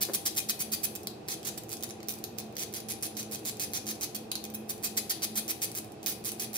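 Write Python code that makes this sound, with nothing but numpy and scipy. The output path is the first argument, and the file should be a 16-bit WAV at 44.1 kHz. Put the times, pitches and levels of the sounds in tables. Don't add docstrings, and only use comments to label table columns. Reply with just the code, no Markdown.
import sys
import numpy as np
from scipy import signal
from scipy.fft import rfft, irfft
from scipy.io import wavfile

SR = 44100
rng = np.random.default_rng(int(sys.argv[2]) if len(sys.argv) > 2 else 0)


def unload_wav(signal):
    wavfile.write(
        sys.argv[1],
        SR,
        np.round(np.clip(np.atleast_2d(signal).T, -1, 1) * 32767).astype(np.int16),
    )


def gain_from_db(level_db):
    decades = np.asarray(level_db, float) / 20
    return 10 ** decades


N = 289781

# [start t/s, length/s, peak level/dB, lean from start to end/dB, favoured f/Hz]
QUICK_STROKES = [(.0079, .027, -22, 3, 5430), (.1348, .024, -19.5, 0, 8000),
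                 (0.255, 0.026, -21, -0.3, 8160), (0.3633, 0.03, -21.5, 4, 7400),
                 (0.487, 0.023, -20, 1.5, 5110), (0.5919, 0.033, -22.5, 3, 3000),
                 (0.718, 0.034, -22, -2, 4987), (0.8318, 0.025, -19.5, 1, 3000),
                 (1.4484, .045, -29, 0, 7400), (1.5754, 0.01202, -30.5, -3, 14960),
                 (4.693, 0.0271, -27.5, -5, 8590), (4.8345, .038, -24, -3, 8140),
                 (4.969, 0.02173, -21, -3, 8200), (5.0958, 0.027, -21.5, -1, 4543),
                 (5.2215, 0.02817, -23, 2.2, 5080), (5.3559, .039, -24, -0.3, 8910),
                 (5.4844, 0.032, -24, 1.5, 3000), (5.618, 0.039, -24, -2.2, 8150)]
STEADY_STROKES = [(0.953, 0.011, -26, -0.5, 7400), (1.285, 0.055, -30.5, 0, 3000),
                  (2.5824, .056, -31, 0, 14900), (2.739, 0.047, -32.5, -1, 11250),
                  (2.8867, 0.034, -29.5, 0.2, 11110), (3.0259, 0.041, -30, -2.5, 11050),
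                  (3.1686, 0.045, -30.5, -0.5, 6100), (3.313, 0.038, -30.5, 1.5, 8150),
                  (3.4514, 0.045, -28, 1.2, 7400), (3.5974, 0.05, -27.5, 0.5, 6710),
                  (3.7351, 0.042, -27, -0.2, 6100), (3.8677, 0.048, -29, 1, 6100),
                  (4.0111, 0.0355, -28, 1.5, 6100), (4.1475, 0.01715, -28, -1.5, 3320),
                  (4.5396, 0.014, -29, 3.5, 3000), (5.751, 0.041, -29.5, 0.3, 8170),
                  (6.062, 0.063, -27.5, -3.5, 14980), (6.2469, 0.046, -28, 0.5, 9130),
                  (6.397, 0.051, -28.5, -2, 3000), (6.542, 0.025, -27.5, 1, 3000)]
HESITANT_STROKES = [
    (1.0715, 0.0019, -27.5, 1.5, 7400),
    (1.6924, 0.046, -30.5, 2.7, 6700),
    (1.8263, .015, -28, 1.8, 6100),
    (1.891, .016, -37.5, 2.5, 9070),
    (2.0854, 0.041, -28.5, -2, 13920),
    (2.2404, 0.012, -33, -5.8, 12450),
    (2.3852, 0.0267, -32.5, -3.3, 14860),
    (4.3164, .002, -28, -1.3, 3689),
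    (4.3548, 0.0022, -25.5, -1.2, 8970),
    (4.4409, 0.0019, -30, 2.5, 3000),
]


def at_hz(points, hz, index=1):
    points = np.array(points)
    return np.interp(np.log(hz), np.log(points[:, 0]), points[:, index])


def rms_one(x):
    return x / np.sqrt(np.mean(x ** 2))


def ring(clicks, hz, t60):
    radius, turn = gain_from_db(-60 / (t60 * SR)), 2 * np.pi * hz / SR
    return signal.lfilter([0, np.sin(turn)], [1, -2 * radius * np.cos(turn), radius * radius], clicks + 1e-18)


def train(s, sizes):
    return np.bincount(np.clip((s * SR).astype(int), 0, N - 1), sizes, N)


def stereo_noise(hz, shape):
    # [f/Hz, left-right likeness 0 to 1]
    likeness = [(30, 0.93), (60, 0.8), (130, 0.91), (280, 1), (600, 0.32), (1200, 0), (4000, 0)]
    mid, side = rfft(rng.standard_normal((2, N))) * shape
    alike = np.clip(at_hz(likeness, hz), -1, 1)
    both = np.sqrt(1 + alike) * mid
    apart = np.sqrt(1 - alike) * side * [[1], [-1]]
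    return rms_one(irfft(both + apart, N))


def fan():
    # [f/Hz, level/dB per Hz]
    air_curve = [(15, -49), (48, -25.5), (90, -10.5), (230, -7), (270, -15), (330, -3), (520, -12.5),
                 (800, -9.5), (850, -16.5), (1330, -24.5), (2220, -29), (2610, -20.5), (2910, -28.5),
                 (4500, -30.5), (10500, -41.5), (16000, -52)]
    # [f/Hz, width/Hz, level/dB]
    resonances = [(75.6, 7.4, -17.5), (94.7, 5.5, -13), (115.2, 17.5, -7.5), (135, 13.5, -11.5),
                  (152, 5.7, -28.5), (196, 4.7, -6.5), (216.3, 6.7, 3.5), (242, 7.7, -9), (296.7, 8.6, -5),
                  (321, 11.6, -4), (348.2, 6.1, -5), (397, 3, -10.5), (408.7, 4.4, -7.5), (428, 9.4, -4.5),
                  (457.8, 19.3, -9.5), (497, 15, -9), (504.7, 9.4, -12.5), (668, 6.7, -15.5),
                  (694.7, 21, -15.5), (713, 18, -27), (786.4, 23.4, -11.5), (780, 15, -24)]
    hz = np.maximum(np.fft.rfftfreq(N, 1 / SR), 1)
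    air = gain_from_db(-47.5) * stereo_noise(hz, gain_from_db(at_hz(air_curve, hz)))
    power = 0
    for centre_hz, width_hz, peak_db in resonances:
        power = power + gain_from_db(2 * peak_db) / (1 + (2 * (hz - centre_hz) / width_hz) ** 2) ** 2
    drone = gain_from_db(-47.5) * stereo_noise(hz, np.sqrt(power))
    return (air + drone) * gain_from_db([[-.5], [.5]])


def grip_at(s):
    # [t/s, treble tilt/dB per octave, left direct level/dB]
    grip = [(.02, -0.1, -5), (.4, -1, -2.5), (.96, 3.5, -8), (1.1, -5, -0.5), (1.5, -3.5, -11),
            (1.83, -0.5, -8), (2.01, -12.5, -5), (2.1, .1, -11), (2.6, -4.5, -6.5), (2.8, -3.5, -8),
            (3.3, -1.9, -7.5), (4.15, -0.8, -6.5), (4.32, -6, -8.5), (4.55, 5, -4.5), (4.85, -2, -6),
            (5.77, -0.5, -3), (6.08, -2.7, -11), (6.5, -0.3, -5.5)]
    when, tilt_points_db, left_points_db = np.transpose(grip)
    tilt_db = np.interp(s, when, tilt_points_db)
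    left_db = np.interp(s, when, left_points_db)
    low_db = -1.3 + 0.56 * tilt_db
    strokes = np.concatenate([QUICK_STROKES, STEADY_STROKES, HESITANT_STROKES])
    middle_s = strokes[:, 0] + strokes[:, 1] / 2
    nearest = np.abs(s[:, None] - middle_s).argmin(axis=1)
    return tilt_db, left_db, low_db, strokes[nearest, 4]


def teeth():
    # [t/s, peak level/dB]
    first_nut = [(0.0519, -20), (0.2911, -31.5), (0.3514, -29), (0.4032, -19), (1.0328, -33),
                 (1.0996, -44.5), (1.4306, -31), (1.6359, -32), (1.7504, -44), (1.7692, -30), (1.808, -34),
                 (2.0042, -42), (2.0305, -32.5), (2.1389, -26), (2.1548, -34), (2.187, -32), (2.526, -43),
                 (2.555, -37), (2.568, -22.5), (2.7278, -33), (2.8031, -28), (2.9364, -30), (3.0878, -46),
                 (3.2293, -24), (3.3576, -25), (3.3931, -35), (3.5115, -33), (3.57, -33), (3.9545, -36),
                 (4.1891, -36)]
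    # [t/s, peak level/dB]
    second_nut = [(4.3813, -46), (4.4525, -25.5), (4.5019, -31), (4.563, -45), (4.7804, -37), (4.9991, -35),
                  (5.3175, -40), (5.4798, -27), (5.7164, -30), (5.7975, -38), (5.8457, -33), (5.92, -37),
                  (5.9388, -53), (6.0303, -29), (6.0412, -34), (6.126, -30), (6.2986, -27.5),
                  (6.3189, -23.5), (6.329, -32), (6.5321, -26)]
    # [time per tooth/ms, arch of the middle above the ends/dB, softer at first touch/dB]
    paces = [
        (2.4, 4, 4),
        (3.3, 1.46, -2.5),
        (6, -0.3, -2),
    ]
    # [t before it/s, peak level/dB]
    slack = [
        (.007, -40),
        (.015, -45),
    ]
    crest_db, uneven, scatter_db, slack_scatter_db = 5.5, .17, 2.0, 5
    windup = 1 + .5 * np.exp(-np.arange(30) / 2)
    drops = [np.concatenate([first_nut, second_nut])]
    kinds = [QUICK_STROKES, STEADY_STROKES, HESITANT_STROKES]
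    for strokes, (tooth_ms, arch_db, takeup_db) in zip(kinds, paces):
        for start, length, peak_db, lean_db, _ in strokes:
            late, strong = rng.standard_normal((2, 30)).clip(-1.4, 1.4)
            gaps = tooth_ms / 1000 * np.exp(uneven * late) * windup
            along = (np.cumsum(gaps) - gaps[0]) / length
            early_db = peak_db - arch_db - lean_db
            late_db = peak_db - arch_db + lean_db
            curve_db = [early_db - takeup_db, early_db, peak_db, late_db]
            level_db = np.interp(along, [0, .12, .5, .83], curve_db) + crest_db + scatter_db * strong
            drops.append(np.c_[start + along * length, level_db][along <= 1.03])
            if length > .02:
                for k, (early_s, slack_db) in enumerate(slack, start=1):
                    click_s = start - early_s * (1 + uneven * late[-k])
                    drops.append([(click_s, slack_db + slack_scatter_db * strong[-k])])
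    drops = np.concatenate(drops)
    return drops[drops[:, 0] > .005].T


def ratchet():
    # [f/Hz, right level/dB, left level/dB, t60/s]
    head = [(1200, -43, -18, 0.0048), (2147, -27.5, -7, 0.0093), (3000, -37, -26, 0.0023),
            (4110, -7, -12.5, 0.0024), (4805, -2, 0, 0.0021), (6100, 3.5, 5.5, 0.0023),
            (7400, 2, -62, 0.0014), (9080, -0.5, -1.5, 0.0016), (10385, 3.5, 5.5, 0.0033),
            (12100, 2, 9.5, 0.0014), (13240, 4.5, -18, 0.0029), (14770, 4, -6, 0.0042),
            (14750, -2, 10.5, 0.0015)]
    # [f/Hz, level/dB, t60/s]
    shank = [(2470, -29, .06), (2540, -29, .06), (3300, -34, .04), (4750, -27, .05), (7400, -29, .04),
             (8400, -29, .04), (10480, -26, .05), (10620, -28, .05), (13600, -28, .03)]
    colour_db, favour_db, graze_db, bounce_db = 2.5, 4.0, -6.0, -4.5
    lag_s = .00023
    s, level_db = teeth()
    tilt_db, left_db, low_db, favoured_hz = grip_at(s)
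    hit_s = s[:, None] + [-.0007, -.0002, .0002] + rng.random((len(s), 3)) * [.0004, .0001, .0008]
    contact_db = np.array([graze_db, 0, bounce_db]) + rng.standard_normal((len(s), 3)) * [3, 0, 3]
    colour = rng.standard_normal((4, len(s), 3, len(head)))
    out = np.zeros((2, N))
    for k, (hz, right_gain_db, left_gain_db, t60) in enumerate(head):
        struck_db = level_db - 10 + tilt_db * np.log2(hz / 11000) + low_db * (hz < 3100)
        struck_db += favour_db * (np.exp(-(np.log2(hz / favoured_hz) / 0.17) ** 2) - .15)
        smear_s = .00045 * colour[3, ..., k].clip(-2, 2) * np.sqrt(6000 / hz)
        polarity = np.sign(colour[2, ..., k - 1])
        for side, gain_db in enumerate([left_gain_db + left_db, right_gain_db]):
            spread_db = colour_db * (1.11 * colour[2, ..., k] + 0.63 * colour[side, ..., k])
            sizes = gain_from_db((struck_db + gain_db)[:, None] + contact_db + spread_db) * polarity
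            arrival_s = hit_s + smear_s + lag_s * side
            out[side] += ring(train(arrival_s.ravel(), sizes.ravel()), hz, t60)
    for hz, gain_db, t60 in shank:
        free_db = 11.0 * np.exp(-(np.log2(hz / favoured_hz) / 0.21) ** 2)
        for side in range(2):
            sizes = gain_from_db(level_db + gain_db + free_db - 5.0) * rng.standard_normal(len(s))
            out[side] += ring(train(s, sizes), hz, t60)
    return signal.sosfilt(signal.butter(2, 900, "high", fs=SR, output="sos"), out)


def workshop(x):
    # [f/Hz, t60/s, level/dB]
    shop = [(1500, 0.37, -43.5), (3000, 0.37, -31.5), (5400, 0.28, -41), (8930, 0.32, -37),
            (13500, 0.31, -50)]
    bench_db, bench_t60_s, left_db, swing_s = -34, .04, 4.5, .012
    t = np.arange(SR // 2) / SR
    bench = gain_from_db(bench_db - 60 * t / bench_t60_s) * (t > .0015)
    edges = 250 * 2 ** np.arange(0, 6.6, .7)
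    white = rng.standard_normal((2, 6, 2, len(t)))
    echo = 0
    for k, (low, high) in enumerate(zip(edges, np.minimum(edges[1:], .45 * SR))):
        band = signal.sosfilt(signal.butter(2, [low, high], "band", fs=SR, output="sos"), white[k % 2])
        hz = np.sqrt(low * high)
        onset = np.clip((t - .002) / 0.0016, 0, 1)
        tail = gain_from_db(at_hz(shop, hz, index=2) - 60 * t / at_hz(shop, hz)) * onset
        echo = echo + band * (tail + bench)
    steps = rng.standard_normal((6, 1000))
    swing = np.arange(N) / SR / swing_s
    facing = np.array([np.interp(swing, np.arange(1000), row) for row in steps])
    facing /= np.sqrt(np.sum(facing ** 2, axis=0))
    placed = (x * facing)[:, None]
    return signal.oaconvolve(placed, echo * gain_from_db([[left_db], [0]]), axes=2).sum(axis=0)[:, :N]


def bump():
    # [t/s, peak level/dB]
    thuds = [
        (.088, -36),
        (.097, -31),
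    ]
    # [f/Hz, level/dB, t60/s]
    stand = [(393.7, 0.5, 0.068), (525, 0.5, 0.034), (695, -8, 0.041), (989, -1, 0.0056),
             (1540, -0.5, 0.0038)]
    s, peak_db = np.transpose(thuds)
    rings = sum(ring(train(s, gain_from_db(peak_db + gain_db)), hz, t60) for hz, gain_db, t60 in stand)
    return signal.sosfilt(signal.butter(2, [260, 2100], "band", fs=SR, output="sos"), rings)


def scene():
    drone, tool, knock = fan(), ratchet(), bump()
    echoes = workshop(tool[1] + 1.6 * knock)
    return tool + knock + echoes + drone


def roll_off(x):
    return signal.sosfilt(signal.butter(12, 16970, fs=SR, output="sos"), x)


def record(dry):
    # [f/Hz, width/Hz, level/dB]
    dips = [(2713, 147, -3), (11700, 300, -1)]
    overload = 0.39
    hz = np.fft.rfftfreq(N, 1 / SR)
    response_db = np.interp(hz, [15750, 15900, 16600, 16900], [0, -24, -30, -70])
    for centre_hz, width_hz, dip_db in dips:
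        response_db = response_db + dip_db * np.exp(-((hz - centre_hz) / width_hz) ** 2)
    rounded = overload * np.tanh(dry / overload)
    mix = irfft(rfft(rounded) * gain_from_db(response_db), N)
    return roll_off(mix)


dry = scene()
out = record(dry)
unload_wav(out)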